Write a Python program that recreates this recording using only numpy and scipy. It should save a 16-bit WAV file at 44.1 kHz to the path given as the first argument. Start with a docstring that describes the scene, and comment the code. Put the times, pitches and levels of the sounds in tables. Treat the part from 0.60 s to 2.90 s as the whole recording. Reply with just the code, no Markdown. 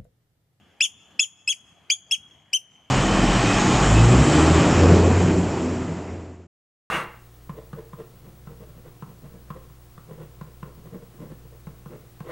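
"""Oystercatchers pipe sharp calls close by in a garden, over low outdoor rumble and thin hiss: two overlapping
pairs, then single calls, each a low register that flips to a high whistle, mostly arched, and drops away.
Paving and walls scatter every call, and a long faint echo follows. A far arched pip comes at 1.1 s, a soft
rustle of noise at 1.2 s and another with the call at 1.5 s; a ticking buzz of decaying sines starts at 1.64 s,
the last call comes at 1.93 s and a second far pip at 2.1 s. Gain control dips on loud sound."""
import sys
import numpy as np
from scipy import signal
from scipy.fft import rfft, irfft
from scipy.io import wavfile
from scipy.ndimage import uniform_filter1d

SR = 44100
rng = np.random.default_rng(int(sys.argv[2]) if len(sys.argv) > 2 else 0)


def pcm_store(signal):
    """Save signal as 16-bit PCM."""
    levels = np.round(np.clip(np.atleast_2d(signal), -1, 1) * 32767)
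    wavfile.write(sys.argv[1], SR, levels.astype(np.int16).T)


N = 101430


def amp(db):
    """Decibels to gain."""
    return 10 ** (np.asarray(db) / 20)


def evened(x):
    """Scales to unit rms."""
    return x / np.sqrt(np.mean(x ** 2) + 1e-20)


def read(points, hz):
    """Reads a table on a log-frequency axis."""
    f, value = np.transpose(points)
    return np.interp(np.log(hz + 1), np.log(f + 1), value)


def add(mix, start_s, sound):
    """Mixes a sound in at a time."""
    part = mix[:, max(round(start_s * SR), 0):][:, :sound.shape[-1]]
    part += sound[..., :part.shape[1]]


def colour(x, points, share=1):
    """Filters by a share of a table of dB."""
    size = 2 * x.shape[-1]
    gain = amp(share * read(points, np.fft.rfftfreq(size, 1 / SR)))
    return irfft(rfft(x, size) * gain, size)[..., :size // 2]


def step(t, width_s):
    """A smooth step from 0 to 1 around t = 0."""
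    return .5 + .5 * np.tanh(2 * t / width_s)


FLUTTER_HZ = 756  # half gain


def flutter(size):
    """Quick random unsteadiness of the voice: low-passed noise at unit rms."""
    hz = np.fft.rfftfreq(size, 1 / SR)
    spectrum = rfft(rng.standard_normal(size)) / (1 + (hz / FLUTTER_HZ) ** 2)
    return evened(irfft(spectrum, size))


# Near calls. Each row: start, register break, crest and end in seconds, pitch at the start, before the break,
# after the break, at the crest and at the end in Hz, level of the low register, level of the high register,
# fade by the end, octave in the low register, octave in the high register, top harmonics and lead-in in dB,
# roughness from 0 to 1.
CALLS = [ (0.2086, 0.2218, .231, .256, 2474, 2925, 3278, 3505, 2250, -3.5, -7.5, -9.5, -7, -4, -2, -2.5, 0.1),
         (0.238, 0.243, .243, .266, 2624, 2892, 3300, 3300, 2715, -15, -10.5, -10, 1, -8, 5.5, -25, 0.12),
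         (0.5949, 0.6012, .617, .642, 2582, 2670, 3282, 3440, 2740, -2.5, -10.5, -15.5, -2.5, 1.5, -3, -17.5, 0.17),
         (0.623, 0.625, .633, .652, 2619, 2800, 3250, 3258, 2226, -39.5, -15, -15.5, -9, -15.5, 13, -23.5, 0.2),
         (0.8764, 0.8916, .906, .933, 2555, 2664, 3254, 3336, 1913, -11.5, -11, -14, -2.5, -5, 3, -20.5, 0.12),
         (1.3010, 1.306, 1.328, 1.341, 2305, 2463, 3017, 3403, 3010, -4.5, -8.5, -13, -2, -0.5, -2.5, -16, 0.1),
         (1.5111, 1.521, 1.532, 1.555, 2606, 2827, 3274, 3300, 2167, -13, -6.5, -20.5, 1.5, -10, 3, -25, 0.13),
         (1.932, 1.938, 1.954, 1.973, 2404, 2960, 2920, 3147, 2730, -14.5, -7.5, -9, 0.5, -4.5, 2.5, -15.5, 0.07)]
# Source strength of harmonics 1 to 5 in dB.
HARMONICS_DB = [-3.5, -4, -17, -29, -33.5]
# Colour of throat and bill. Each row: frequency in Hz, gain in dB.
THROAT_DB = [(1400, -20), (2000, -11), (2500, -1.5), (3400, -1.5), (4100, -19), (4700, -2), (5200, -2),
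             (6000, -3.5), (6900, 1), (7300, 6), (7700, -3), (8600, -7.5), (10000, -2.5), (11500, 2),
             (13500, -16)]
# Relative spectrum of the air noise in a call. Each row: frequency in Hz, density in dB per Hz.
RASP_SPECTRUM_DB = [(400, -36.5), (1400, -14.5), (2600, 30.5), (3400, 1), (4000, -16.5), (5400, 1.5),
                    (8000, -4.5), (11000, -3.5), (13500, -11.5), (15000, -44)]
RASP_DB = -21  # at full roughness
ATTACK_S, RELEASE_S, BREAK_S = 0.0011, .0027, 0.0013
LEAD_S, LEAD_GLIDE_S, LEAD_GLIDE_AHEAD_S = 0.0067, 0.00044, 0.001556
LEAD_DROP_SHARE = 0.36  # lowers the pitch of the lead-in
RISE_POWER, FALL_POWER, FADE_POWER = 1.3, 2.7, 4.2
BREAK_DIP_DB = -1.5
FALL_ROUGH = 0.17  # roughness added by the end of the fall
JITTER_SHARE, SHIMMER_SHARE, UPPER_SHIMMER_SHARE = 0.061, 0.26, 1.6  # rms at full roughness
UPPER_SHARE = 0.89  # how far harmonics 3 to 5 follow the octave's dB


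def pipe(start, jump, crest, end, first_hz, before_hz, after_hz, crest_hz, last_hz,
         low_db, high_db, fade_db, low_over_db, high_over_db, top_db, lead_db, rough):
    """One call: a brief lower-pitched lead-in, strong in the first call and faint in most others, then the
    low register of the syrinx, a flip to the high one, and a fall."""
    t = np.arange(start - LEAD_S, end + RELEASE_S, 1 / SR)
    high = step(t - jump, BREAK_S)

    lead_pitch = 1 - LEAD_DROP_SHARE * step(start - LEAD_GLIDE_AHEAD_S - t, 2 * LEAD_GLIDE_S)
    low_hz = np.interp(t, [start, jump], [first_hz, before_hz]) * lead_pitch
    rise = np.clip((crest - t) / (crest - jump), 0, 1) ** RISE_POWER
    fall = np.clip((t - crest) / (end - crest), 0, 1) ** FALL_POWER
    high_hz = crest_hz + (after_hz - crest_hz) * rise + (last_hz - crest_hz) * fall
    rough = np.clip(rough + FALL_ROUGH * fall, 0, 1)
    hz = low_hz + (high_hz - low_hz) * high
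    hz = hz * (1 + JITTER_SHARE * rough * flutter(len(t)))
    phase = 2 * np.pi * np.cumsum(hz) / SR

    fade = fade_db * np.clip((t - jump) / (end - jump), 0, 1) ** FADE_POWER
    level_db = low_db + (high_db + fade - low_db) * high
    level_db = level_db + BREAK_DIP_DB * np.sin(np.pi * high)
    level_db = level_db + lead_db * step(start - t, ATTACK_S)
    fade_in = np.clip((t - t[0]) / LEAD_S, 0, 1) ** 2
    fade_out = np.clip((t[-1] - t) / (2 * RELEASE_S), 0, 1)

    over_db = low_over_db + (high_over_db - low_over_db) * high
    rasp = evened(colour(rng.standard_normal(len(t)), RASP_SPECTRUM_DB))
    voice = rough * amp(RASP_DB) * rasp
    for k, own_db in enumerate(HARMONICS_DB, 1):
        if k == 1:
            bright_db = 0
        elif k == 2:
            bright_db = over_db
        else:
            bright_db = top_db + UPPER_SHARE * over_db
        shimmer = rough * (SHIMMER_SHARE if k <= 2 else UPPER_SHIMMER_SHARE)
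        gain = amp(own_db + bright_db + read(THROAT_DB, k * hz))
        voice = voice + gain * (1 + shimmer * flutter(len(t))) * np.sin(k * phase)
    return t[0], amp(level_db) * fade_in * fade_out * voice


# Far calls. Each row: start in seconds, length in seconds, crest pitch in Hz, level of the octave in dB.
FAR_CALLS = [(1.075, 0.036, 3870, -76.5), (2.096, 0.07, 3780, -73)]
FAR_ARCH_SHARE, FAR_FUNDAMENTAL_DB = .12, -12.5  # fundamental relative to the octave


def far_pips():
    """Faint calls from a bird further off: an arched tone with a stronger octave."""
    out = np.zeros((1, N))
    for start_s, length_s, crest_hz, db in FAR_CALLS:
        u = np.arange(0, length_s, 1 / SR) / length_s
        hz = crest_hz * (1 - FAR_ARCH_SHARE * (2 * u - 1) ** 2)
        phase = 2 * np.pi * np.cumsum(hz) / SR
        tone = amp(FAR_FUNDAMENTAL_DB) * np.sin(phase) + np.sin(2 * phase)
        add(out, start_s, amp(db) * np.sin(np.pi * u) ** .5 * tone)
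    return out


# Left-right likeness of the echoes. Each row: frequency in Hz, likeness from 0 to 1.
ECHO_LIKENESS_BY_HZ = [(2500, 0.79), (6000, .6), (10000, 0.11)]


def scatter(size):
    """Two channels of dense random echoes, less alike in the treble."""
    a, b = rfft(rng.standard_normal((2, size)))
    same = np.clip(read(ECHO_LIKENESS_BY_HZ, np.fft.rfftfreq(size, 1 / SR)), 0, 1)
    return irfft(np.array([a, same * a + np.sqrt(1 - same ** 2) * b]), size)


# Single reflections off paving and walls. Each row: delay in seconds, level in dB, right-ear lag in seconds.
BOUNCES = [(.0042, -13, .00007), (.0075, -17.5, -.00009), (0.0112, -11.5, .00011), (0.022, -37, -.00007)]
# Bright quick scatter off gravel. Each row: frequency in Hz, gain in dB.
NEAR_COLOUR_DB = [(2500, -2), (3400, -2.5), (5200, -2.5), (7000, 1.5), (10000, 5), (13000, 6.5)]
# Decay of the long echo. Each row: frequency in Hz, time to fall 60 dB in seconds.
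FAR_T60_S = [(2000, 0.49), (3300, 1), (6700, 0.72), (10000, 0.43), (14000, 0.12)]
# Colour of the long echo. Each row: frequency in Hz, gain in dB.
FAR_COLOUR_DB = [(2000, -10), (2400, -17), (2650, -11), (3000, -4.5), (3300, -4.5), (4700, -26.5),
                 (5250, -18), (6000, -8.5), (6800, -3.5), (7800, -11), (10000, 2), (14000, -4)]
NEAR_DB, NEAR_T60_S = -8, 0.15
FAR_DB, FAR_ONSET_S = -37.5, 0.09
WALL_DB, WALL_S, WALL_SPREAD_S = -43.5, 0.1954, 0.043


def garden(x):
    """Direct sound, single reflections, quick scatter, a far wall and a long faint echo, by convolution."""
    t = np.arange(SR) / SR
    near = colour(scatter(SR), NEAR_COLOUR_DB) * amp(-60 * t / NEAR_T60_S) * step(t - .006, 0.001)
    wall = scatter(SR) * np.exp(-((t - WALL_S) / WALL_SPREAD_S) ** 2)
    hz, when_s, z = signal.stft(scatter(SR), SR, nperseg=256)
    decay = amp(-60 * when_s / read(FAR_T60_S, hz)[:, None])
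    far = signal.istft(z * decay, SR)[1][:, :SR] * np.minimum(t / FAR_ONSET_S, 1)
    far = colour(far, FAR_COLOUR_DB)
    parts = [(NEAR_DB, near), (FAR_DB, far), (WALL_DB, wall)]
    response = sum(amp(db) * part / np.linalg.norm(part[0]) for db, part in parts)
    response[:, 0] += 1  # direct sound
    for delay_s, db, lag_s in BOUNCES:
        response[[0, 1], [round(delay_s * SR), round((delay_s + lag_s) * SR)]] += amp(db)
    return signal.fftconvolve(x, response, axes=1)[:, :N]


# Rustles as the bird steps and moves its wing. Each row: centre in seconds, width in seconds, peak level in dB.
RUSTLE_SWELLS = [(1.20, .04, -69.5), (1.505, 0.036, -59)]
# Relative spectrum of the rustles. Each row: frequency in Hz, density in dB per Hz.
RUSTLE_SPECTRUM_DB = [(200, -20.5), (450, -3.5), (680, 8.5), (1100, -8), (2000, -14), (6000, -35)]


def rustles():
    """Short, dull swells of noise from feet and feathers."""
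    t = np.arange(N) / SR
    level = sum(amp(db) * np.exp(-((t - centre_s) / width_s) ** 2) for centre_s, width_s, db in RUSTLE_SWELLS)
    return level * evened(colour(rng.standard_normal(N), RUSTLE_SPECTRUM_DB))


BUZZ_DB, BUZZ_SPREAD_DB, BUZZ_HZ = -55, 2, 2250
BUZZ_FROM_S, BUZZ_PERIOD_S, BUZZ_DECAY_S = 1.64, .02, 0.0012


def buzz():
    """A very faint buzz: evenly spaced, decaying sine ticks of slightly random level."""
    out = np.zeros((1, N))
    t = np.arange(0, BUZZ_PERIOD_S, 1 / SR)
    tick = np.exp(-t / BUZZ_DECAY_S) * np.sin(2 * np.pi * BUZZ_HZ * t)
    for start_s in np.arange(BUZZ_FROM_S, N / SR, BUZZ_PERIOD_S):
        add(out, start_s, amp(BUZZ_DB + BUZZ_SPREAD_DB * rng.standard_normal()) * tick)
    return out


# Relative spectrum of the outdoor noise. Each row: frequency in Hz, density in dB per Hz.
AIR_SPECTRUM_DB = [(25, -21), (55, -18.5), (85, -2), (170, -2.5), (350, -11), (550, -14.5), (700, -9.5),
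                   (1050, -14.5), (1600, -16), (2600, -18), (3000, -13), (3300, -12), (3700, -30),
                   (6000, -31.5), (6700, -25.5), (7500, -33.5), (13700, -38.5)]
# Course of the outdoor noise. Each row: time in seconds, level in dB before swell and pan.
AIR_LEVEL_DB = [(0, -58.5), (0.551, -58), (.8, -60.5), (1.248, -59), (1.699, -60), (2.3, -60)]
# Left-right likeness of the outdoor noise. Each row: frequency in Hz, likeness from 0 to 1.
AIR_LIKENESS_BY_HZ = [(30, .7), (80, 1), (300, 0.76), (1500, 0.88), (8000, .4)]
AIR_PAN_DB, AIR_PATCH_DB = 1, 2  # left minus right; rms of the patches
AIR_SWELL_DB, AIR_SWELL_S = -0.97, 0.14


def air():
    """Low outdoor rumble and thin hiss: shaped noise drifting in time-frequency patches."""
    hz = np.fft.rfftfreq(2048, 1 / SR)
    a, b, c, d, patches = rng.standard_normal((5, N // 512 + 5, len(hz)))
    patches = uniform_filter1d(patches, size=8, axis=0)
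    patches = evened(uniform_filter1d(patches, size=12, axis=1))
    same = np.clip(read(AIR_LIKENESS_BY_HZ, hz), 0, 1)
    left = a + 1j * b
    right = same * left + np.sqrt(1 - same ** 2) * (c + 1j * d)
    z = np.array([left, right]) * amp(read(AIR_SPECTRUM_DB, hz) + AIR_PATCH_DB * patches)
    noise = evened(signal.istft(z.swapaxes(1, 2), nperseg=2048, noverlap=1536)[1][:, :N])
    swell_size = max(round(AIR_SWELL_S * SR), 1)
    swell = evened(uniform_filter1d(rng.standard_normal(N), size=swell_size, mode="wrap"))
    level_db = np.interp(np.arange(N) / SR, *np.transpose(AIR_LEVEL_DB))
    pan_db = AIR_PAN_DB * np.array([[.5], [-.5]])
    return noise * amp(AIR_SWELL_DB * swell + level_db + pan_db)


# Stereo place of the birds. Each row: frequency in Hz, left minus right in dB.
BIRD_PAN_DB = [(1500, 4.5), (2600, 0), (3300, 2.5), (5200, 2.5), (6800, 4.5), (8000, 16), (9000, -6),
               (10500, -10), (13000, -8)]


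def scene():
    """The birds in the garden over the outdoor background."""
    birds = far_pips()
    for row in CALLS:
        add(birds, *pipe(*row))
    left, right = garden(birds)
    placed = np.array([colour(left, BIRD_PAN_DB, .5), colour(right, BIRD_PAN_DB, -.5)])
    return placed + air() + buzz() + rustles()


THRESHOLD_DB, SQUEEZE_DB_PER_DB = -23, 0.55
CLAMP_S, RECOVER_DB_PER_S = 0.0064, 26
EDGE_HZ = 13900


def record(dry):
    """Gain control clamps on sound above the threshold and recovers slowly; then a low-pass limits the band."""
    power_db = 10 * np.log10(abs(uniform_filter1d((dry ** 2).mean(0), size=88)) + 1e-12)
    wanted_cut_db = SQUEEZE_DB_PER_DB * np.maximum(power_db - THRESHOLD_DB, 0)
    # a running maximum on a rising ramp lets the cut fall only at the recovery rate
    recovery_db = np.arange(N) / SR * RECOVER_DB_PER_S
    cut_db = np.maximum.accumulate(wanted_cut_db + recovery_db) - recovery_db
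    lag = np.exp(-1 / (CLAMP_S * SR))
    held = dry * amp(-signal.lfilter([1 - lag], [1, -lag], cut_db))
    low_pass = signal.firwin(301, EDGE_HZ, window=("kaiser", 8), fs=SR)
    return signal.oaconvolve(held, low_pass[None], "same")


dry = scene()
out = record(dry)
pcm_store(out)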